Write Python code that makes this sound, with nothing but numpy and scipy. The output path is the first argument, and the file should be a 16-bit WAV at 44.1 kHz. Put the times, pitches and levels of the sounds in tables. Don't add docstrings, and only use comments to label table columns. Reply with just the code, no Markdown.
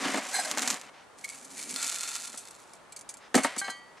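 import sys
import numpy as np
from scipy import signal
from scipy.fft import rfft, irfft
from scipy.io import wavfile

SR = 44100
rng = np.random.default_rng(int(sys.argv[2]) if len(sys.argv) > 2 else 0)


def wrap_up_sound(samples):
    columns = np.atleast_2d(samples).T
    tamed = np.clip(columns, -1, 1)
    steps = np.round(tamed * 32767).astype(np.int16)
    wavfile.write(sys.argv[1], SR, steps)


N = 176400

# t/s, bucket rumble/dB, crunch/dB, kernel rattle/dB
DIG = [(0, -38, -36.5, -44.5), (.06, -39.5, -31, -40.5), (.08, -40, -30.5, -36.5),
       (.135, -42, -34.5, -40.5), (.18, -34, -34, -43), (.215, -50, -38.5, -45), (.32, -61, -44, -41),
       (.40, -52.5, -40.5, -43), (.50, -56, -41, -38.5), (.536, -45, -37.5, -44), (.564, -44, -45, -48.5),
       (.585, -44, -31.5, -52), (.61, -46.5, -43, -41.5), (.63, -48, -29.5, -31.5),
       (.65, -42.5, -37.5, -40), (.705, -47, -39, -38.5), (.76, -50, -37.5, -42.5),
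       (.785, -74, -48.5, -49.5), (.9, -58, -53, -66.5)]
# t/s, kernel flow/dB, bucket rumble/dB
POUR = [(1.17, -63, -66), (1.29, -47.5, -72), (1.41, -55.5, -63), (1.545, -50, -57.5),
        (1.575, -41.5, -56.5), (1.66, -45.5, -55.5), (1.715, -41.5, -46), (1.775, -40, -57),
        (1.845, -34, -58), (1.91, -39.5, -61), (2.04, -39.5, -75), (2.19, -42.5, -70), (2.34, -50.5, -60.5),
        (2.46, -53, -87), (2.58, -61, -84), (2.78, -65, -97)]
# t/s, crunch/dB, slide/dB
SETTLE = [(3.342, -37, -32), (3.36, -33, -27.5), (3.41, -38, -45.5), (3.43, -43, -47), (3.437, -32, -29.5),
          (3.465, -35.5, -42.5), (3.49, -40, -53), (3.545, -45.5, -55.5), (3.575, -43.5, -62),
          (3.581, -54, -32), (3.599, -56, -31.5), (3.61, -54, -46), (3.69, -46, -53), (3.705, -51, -41.5),
          (3.725, -55, -58), (3.8, -77, -67)]
# t/s, f/Hz, level/dB
FILLING = [(.33, 795, -64), (.388, 758.5, -29.5), (.42, 691.5, -48), (.488, 620, -41), (.53, 573, -51)]
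# t/s, thump/dB, clack/dB, kernel spray/dB, decay/s
KNOCKS = [(0.051, -22.5, -26, -40, 0.0075), (0.144, -28, -23.5, -47, 0.0074),
          (0.173, -45, -26.5, -35.5, 0.012), (0.5739, -49, -26.5, -56, 0.0043),
          (2.342, -56, -38.5, -57, 0.0039), (3.3448, -22.5, -12, -31, 0.0072),
          (3.353, -11, -28, -20.5, 0.0052), (3.376, -39, -23.5, -30, 0.011), (3.384, -21, -23, -41, 0.0071),
          (3.4474, -28.5, -15.5, -35, 0.0057), (3.564, -35.5, -36, -36.5, 0.0049),
          (3.614, -62, -44, -57, 0.0077), (3.682, -40.5, -27.5, -56, 0.0062)]
# t/s, level/dB, brightness/(dB per octave), factor on the decay rate
CLINKS = [(3.351, -30.5, 7.5, 3.3), (3.45, -32.5, -2, 1.6), (3.615, -31.5, -7.5, 1.18),
          (3.644, -38.5, 3.5, 0.87), (3.699, -37.5, 3.5, 1.09)]
# t/s, level/dB, decay/s
TICKS = [(1.243, -29.5, 0.0039), (1.297, -37, 0.0044), (1.446, -41, 0.0065), (1.578, -37, .004),
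         (1.7065, -30.5, 0.005), (2.253, -39, 0.0059), (2.273, -34.5, 0.0043), (2.373, -38, 0.021),
         (2.508, -37.5, 0.0034), (2.734, -41.5, 0.003), (2.9222, -39, 0.0044), (2.9625, -38.5, 0.0088),
         (2.99, -44, 0.0058), (3.01, -41.5, 0.0047), (3.09, -35.5, 0.012), (3.139, -41.5, 0.005),
         (3.169, -46, 0.0074)]
# t/s, level/dB
SNAPS = [(.514, -7.5), (.5748, -12.5), (0.5788, -18), (.5833, -9.5), (.5941, -11.5), (.621, -9.5),
         (0.6764, -5), (.679, -10), (0.7023, -7), (0.7044, -10.5), (.7093, -11), (.7435, -16),
         (.814, -23.5), (1.844, -14), (1.9487, -24), (2.2723, -26)]
CLUMPS = [(1.761, -30.5), (1.805, -36), (1.818, -39), (1.8419, -30), (1.919, -30.5), (2.032, -29.5),
          (2.08, -32), (2.1302, -36.5)]
# t/s, length/s, level/dB
SCRAPES = [(.332, 0.046, -27.5), (.378, 0.04, -28.5), (.446, 0.014, -30)]
SQUEAKS = [(1.239, 0.013, -34.5), (1.275, 0.0099, -48), (1.293, 0.011, -44.5), (1.32, 0.015, -53)]
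RUSTLES = [(.92, 0.13, -55.5), (3.2, 0.087, -54.5), (3.968, 0.023, -53)]

# f/Hz, level/dB, t60/s at a damping factor of 1
TIN_MODES = [(797, -15, 0.25), (1168, -16, 0.69), (1583, 2, 0.15), (1943, -8.5, 0.75), (2207, -9, 0.55),
             (3079, -11, 0.41), (3162, -14, 0.42), (4120, -4, 0.14), (4560, -19.5, 0.67), (4930, -14, 0.11),
             (6492, -17, 0.24), (7500, -17, 0.14)]
# f/Hz, width/Hz, level/dB
BUCKET_LOW_MODES = [(168.4, 25, -9), (219, 30, -2), (266.3, 20.4, 2.5), (310, 14, -4.5), (372.4, 26.5, -7),
                    (492, 25, -8)]
BUCKET_WALL_MODES = [(597, 66, 1.5), (663, 28, 2), (749, 22, 7), (943, 61, 7), (1134, 42, -5.5),
                     (1330, 68, 6), (1580, 610, -8), (2196, 16, 3.5)]
SCRAPED_CAN_MODES = [(770, 76, -3.5), (1603, 73, 3), (2100, 220, -5), (4146, 69, 2), (4960, 57, -2.5),
                     (6190, 78, -1), (7800, 155, -1), (8740, 130, -2.5), (9300, 38, 0), (10040, 120, -7),
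                     (11560, 270, -17)]
HELD_CAN_MODES = [(2314, 30, 1.5), (4240, 68, -0.5), (4550, 57, 0), (5490, 51, -4), (6200, 39, -3),
                  (6670, 28, 4.5), (7640, 54, 5), (8800, 560, 1.5), (9420, 480, 2.5), (10630, 260, -8.5)]
SQUEAK_MODE = [(2208, 72, 0)]
VESSEL_MODES = [(1383, 40, 7.5), (2250, 80, -7.5), (2580, 61, -1.5), (3535, 56, 4), (4300, 280, -0.5),
                (7730, 280, -4.5)]
# f/Hz, density/dB
CRUNCH = [(100, -29.5), (300, -16), (650, -5.5), (1000, -1), (1600, -3.5), (2200, -2), (3000, -7),
          (6000, -13), (14000, -64)]
RATTLE = [(200, -44), (1000, -19), (2800, -5.5), (4500, -1.5), (7500, 5), (9500, 0), (11500, -9.5),
          (14000, -33.5)]
CRACK = [(150, -47), (800, -3), (2500, -5), (5000, -3), (7500, 2), (9500, -7), (12000, -14.5), (15000, -42)]
STREAM = [(300, -16.5), (700, -5.5), (1100, -4), (2300, 1), (3100, -4.5), (4400, -3), (7900, 3),
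          (10500, -2.5), (13000, -19.5), (15500, -44)]
CLACK = [(70, -19.5), (180, -5.5), (350, -3.5), (700, 0.5), (1100, -1), (1900, -4), (2800, -17.5),
         (5000, -23.5), (12000, -47)]
GARDEN = [(25, -21.5), (70, -19), (170, -12.5), (900, -7), (1400, -10.5), (2500, -19), (5000, -26),
          (9300, -27), (15000, -51)]

# f/Hz, phase/rad
MIC_PHASE = [(20, 0), (260, .5), (1000, .25), (2000, 0), (4000, 0), (6000, .25), (7500, .5), (9000, 1.1),
             (10000, 1.4), (15000, .8)]
# f/Hz, level/dB
MIC_BALANCE = [(100, -4), (700, 1.5), (1300, 0.7), (3000, -0.5), (4400, -2.5), (8000, -2), (9500, 1.5),
               (11000, 6), (14000, 21)]
# f/Hz, level/dB
ECHO_COLOUR = [(100, -18), (2000, -18), (4000, -13), (8000, -11), (10000, -6), (12000, -2)]

DIG_PER_S, POUR_PER_S, PATTER_PER_S = 4000, 5000, 90
LANDING_S, LANDING_RISE_S = 1.76, 0.032
GRAIN_DAMPING_HZ = 70
CLUMP_DECAY_S, ECHO_DECAY_S = 0.0061, 0.008
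SNAP_SPRAY_DB, SNAP_SPRAY_DECAY_S = -25, 0.0078
TICK_RISE_S, TICK_SCATTER_DB, TICK_DETUNE = 0.0012, 3, 0.012
SQUEAK_HZ, SQUEAK_RISE_HZ_PER_S = 2196, 580
FILLING_HALF_WIDTH_HZ = 36
LOW_CUT_HZ = 153
HIGH_CUT_HZ = 14600
GARDEN_DB = -55.5


def digging():
    push = flicker(130.44, depth_db=2)
    rumble = body(grains(2000, spread_db=6), BUCKET_LOW_MODES) * curve(DIG, 1)
    crunch = in_bucket(grains(DIG_PER_S, spread_db=1.5) * push * curve(DIG, 2), CRUNCH)
    rattle = colour(grains(DIG_PER_S, spread_db=3.5) * push * curve(DIG, 3), RATTLE)
    scrape = body(grains(3000, spread_db=2.5) * swells(SCRAPES), SCRAPED_CAN_MODES)
    handling = colour(grains(3000, spread_db=1.5) * swells(RUSTLES), CRUNCH)
    return rumble + crunch + rattle + amp(-1) * scrape + handling


def pouring():
    flow = curve(POUR, 1) * flicker(110, depth_db=2.53)
    landed = np.clip((np.arange(N) / SR - LANDING_S) / LANDING_RISE_S + .5, 0, 1)
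    clumps = grains(4000, spread_db=4.5) * decays([(s, db, CLUMP_DECAY_S) for s, db in CLUMPS])
    rush = colour(grains(POUR_PER_S, spread_db=3) * flow + clumps, STREAM)
    loaded_modes = [(hz, width + GRAIN_DAMPING_HZ, db) for hz, width, db in HELD_CAN_MODES]
    lip = body(grains(3000, spread_db=3.5) * flow * (1 - 0.51 * landed), loaded_modes)
    ring = body(grains(1200, spread_db=4) * flow * landed + clumps, VESSEL_MODES)
    patter = colour(grains(PATTER_PER_S, spread_db=2) * flow, RATTLE)
    rumble = body(grains(1500, spread_db=1.5), BUCKET_LOW_MODES) * curve(POUR, 2)
    return amp(-1.5) * rush + amp(-4.5) * lip + amp(-5) * ring + amp(-2) * patter + rumble


def knocks():
    thump = body(impulses([(s, db) for s, db, _, _, _ in KNOCKS]), BUCKET_LOW_MODES)
    crack = colour(impulses([(s, db) for s, _, db, _, _ in KNOCKS]), CRUNCH)
    clack = grains(9000, spread_db=0.3) * decays([(s, db, decay) for s, _, db, _, decay in KNOCKS])
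    spray = grains(9800, spread_db=0.5) * decays([(s, db, decay) for s, _, _, db, decay in KNOCKS])
    crunch = grains(4000, spread_db=1) * curve(SETTLE, 1)
    slide = grains(8000, spread_db=5.5) * curve(SETTLE, 2)
    impact = amp(21) * thump + amp(9) * crack + in_bucket(clack, CLACK)
    kernels = in_bucket(crunch, CRUNCH) + colour(spray + amp(-2.5) * slide, RATTLE)
    return impact + kernels + amp(-1.5) * body(slide, HELD_CAN_MODES)


def clinks():
    out, t = np.zeros(2 * N), np.arange(SR) / SR
    pivot_hz = TIN_MODES[3][0]
    for start, db, bright_db, damping in CLINKS:
        for hz, mode_db, t60 in TIN_MODES:
            gain = amp(db + mode_db + bright_db * np.log2(hz / pivot_hz))
            fade = np.exp(-np.log(1000) * damping * t / t60)
            out[int(start * SR):][:SR] += gain * np.sin(2 * np.pi * hz * t) * fade
    return out[:N]


def snaps():
    scatter = decays([(s, db + SNAP_SPRAY_DB, SNAP_SPRAY_DECAY_S) for s, db in SNAPS])
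    spray = grains(6000, spread_db=-2) * scatter
    return colour(spray - amp(4.5) * impulses(SNAPS), CRACK)


def filling():
    times, hz, _ = np.array(FILLING).T
    pitch = np.interp(np.arange(N) / SR, times, hz)
    noise = rng.standard_normal(N) + 1j * rng.standard_normal(N)
    stir = signal.sosfilt(signal.butter(2, FILLING_HALF_WIDTH_HZ, fs=SR, output="sos"), noise)
    note = np.real(stir * np.exp(2j * np.pi * np.cumsum(pitch) / SR))
    return note / note.std() * curve(FILLING, 2)


def ticking():
    out, t = np.zeros(N), np.arange(N) / SR
    contact = grains(12000, spread_db=3)
    for tick in TICKS:
        tunings, weights = rng.standard_normal((2, len(HELD_CAN_MODES)))
        modes = [(hz * (1 + TICK_DETUNE * tuning), width, db + TICK_SCATTER_DB * weight)
                 for (hz, width, db), tuning, weight in zip(HELD_CAN_MODES, tunings, weights)]
        touch = contact * decays([tick]) * np.clip((t - tick[0]) / TICK_RISE_S, 0, 1)
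        out += amp(-1) * body(touch, modes) + amp(-0.5) * colour(touch, RATTLE)
    return out


def squeaks():
    hz = SQUEAK_HZ + SQUEAK_RISE_HZ_PER_S * (np.arange(N) / SR - SQUEAKS[0][0])
    tone = np.sin(2 * np.pi * np.cumsum(hz) / SR) * flicker(140, depth_db=3.5)
    grit = amp(13.5) * grains(2800, spread_db=4.5)
    return amp(-18) * body((tone + grit) * swells(SQUEAKS), SQUEAK_MODE)


def in_bucket(x, spectrum):
    return amp(-1.5) * colour(x, spectrum) + amp(-5) * body(x, BUCKET_WALL_MODES)


def reflections(dry, count=4):
    t = np.arange(SR // 8) / SR
    tails = rng.standard_normal((count, len(t))) * np.exp(-t / ECHO_DECAY_S)
    shares = np.array([flicker(40, depth_db=12) for _ in tails])
    shares /= np.linalg.norm(shares, axis=0)
    return sum(signal.fftconvolve(dry * share, tail / np.linalg.norm(tail))[:N]
               for share, tail in zip(shares, tails))


def garden():
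    width = amp(along([(50, -2), (200, -1), (1000, -6), (8000, -4)]))
    mid = colour(rng.standard_normal(N), GARDEN)
    side = filtered(colour(rng.standard_normal(N), GARDEN), width)
    return amp(GARDEN_DB) * np.array([mid + side, mid - side])


def amp(db):
    return 10 ** (np.asarray(db) / 20)


def along(points):
    hz, value = np.array(points, float).T
    return np.interp(np.log(np.arange(N + 1) * SR / (2 * N) + 1), np.log(hz), value)


def filtered(x, response):
    return irfft(rfft(x, 2 * N) * response)[..., :N]


def colour(x, spectrum):
    cepstrum = irfft(np.log(amp(along(spectrum))))
    cepstrum[1:N] *= 2
    cepstrum[N + 1:] = 0
    response = np.exp(rfft(cepstrum))
    return filtered(x, response / np.sqrt(np.mean(abs(response) ** 2)))


def body(x, modes):
    t = np.arange(SR // 4) / SR
    ring = sum((-1) ** k * amp(db) * width * np.exp(-np.pi * width * t) * np.cos(2 * np.pi * hz * t)
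               for k, (hz, width, db) in enumerate(modes))
    return signal.fftconvolve(x, ring / np.linalg.norm(ring))[:N]


def curve(table, column):
    rows = np.array(table, float)
    return amp(np.interp(np.arange(N) / SR, rows[:, 0], rows[:, column], left=-140, right=-140))


def decays(rows):
    out, t = np.zeros(N + SR), np.arange(SR // 4) / SR
    for start, db, decay in rows:
        out[int(start * SR):][:len(t)] += amp(db) * np.exp(-t / decay)
    return out[:N]


def swells(rows):
    t = np.arange(N) / SR
    return sum(amp(db) * np.sqrt(abs(np.sin(np.pi * np.clip((t - start) / length, 0, 1))))
               for start, length, db in rows)


def impulses(rows):
    out = np.zeros(N)
    for start, db in rows:
        out[int(start * SR)] += amp(db)
    return out


def grains(per_s, spread_db):
    hits = (rng.random(N) < per_s / SR) * rng.choice([-1, 1], N)
    x = hits * amp(spread_db * np.minimum(rng.exponential(size=N), 4))
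    return x / x.std()


def flicker(per_s, depth_db):
    knots = rng.standard_normal(N // 20)
    return amp(depth_db * np.interp(np.arange(N) / SR * per_s, np.arange(len(knots)), knots))


def scene():
    dry = digging() + filling() + snaps() + pouring() + ticking() + squeaks() + knocks() + clinks()
    dry = signal.sosfilt(signal.butter(3, LOW_CUT_HZ, "high", fs=SR, output="sos"), dry)
    sides = np.array([[1], [-1]]) / 2
    direct = filtered(dry, np.exp(1j * sides * along(MIC_PHASE)))
    echo = filtered(np.array([reflections(dry), reflections(dry)]), amp(along(ECHO_COLOUR)))
    return filtered(direct + echo, amp(sides * along(MIC_BALANCE))) + garden()


def record(dry):
    thin = signal.sosfilt(signal.butter(1, 30, "high", fs=SR, output="sos"), dry)
    return signal.sosfilt(signal.ellip(8, .2, 70, HIGH_CUT_HZ, fs=SR, output="sos"), thin)


dry = scene()
out = record(dry)
wrap_up_sound(out)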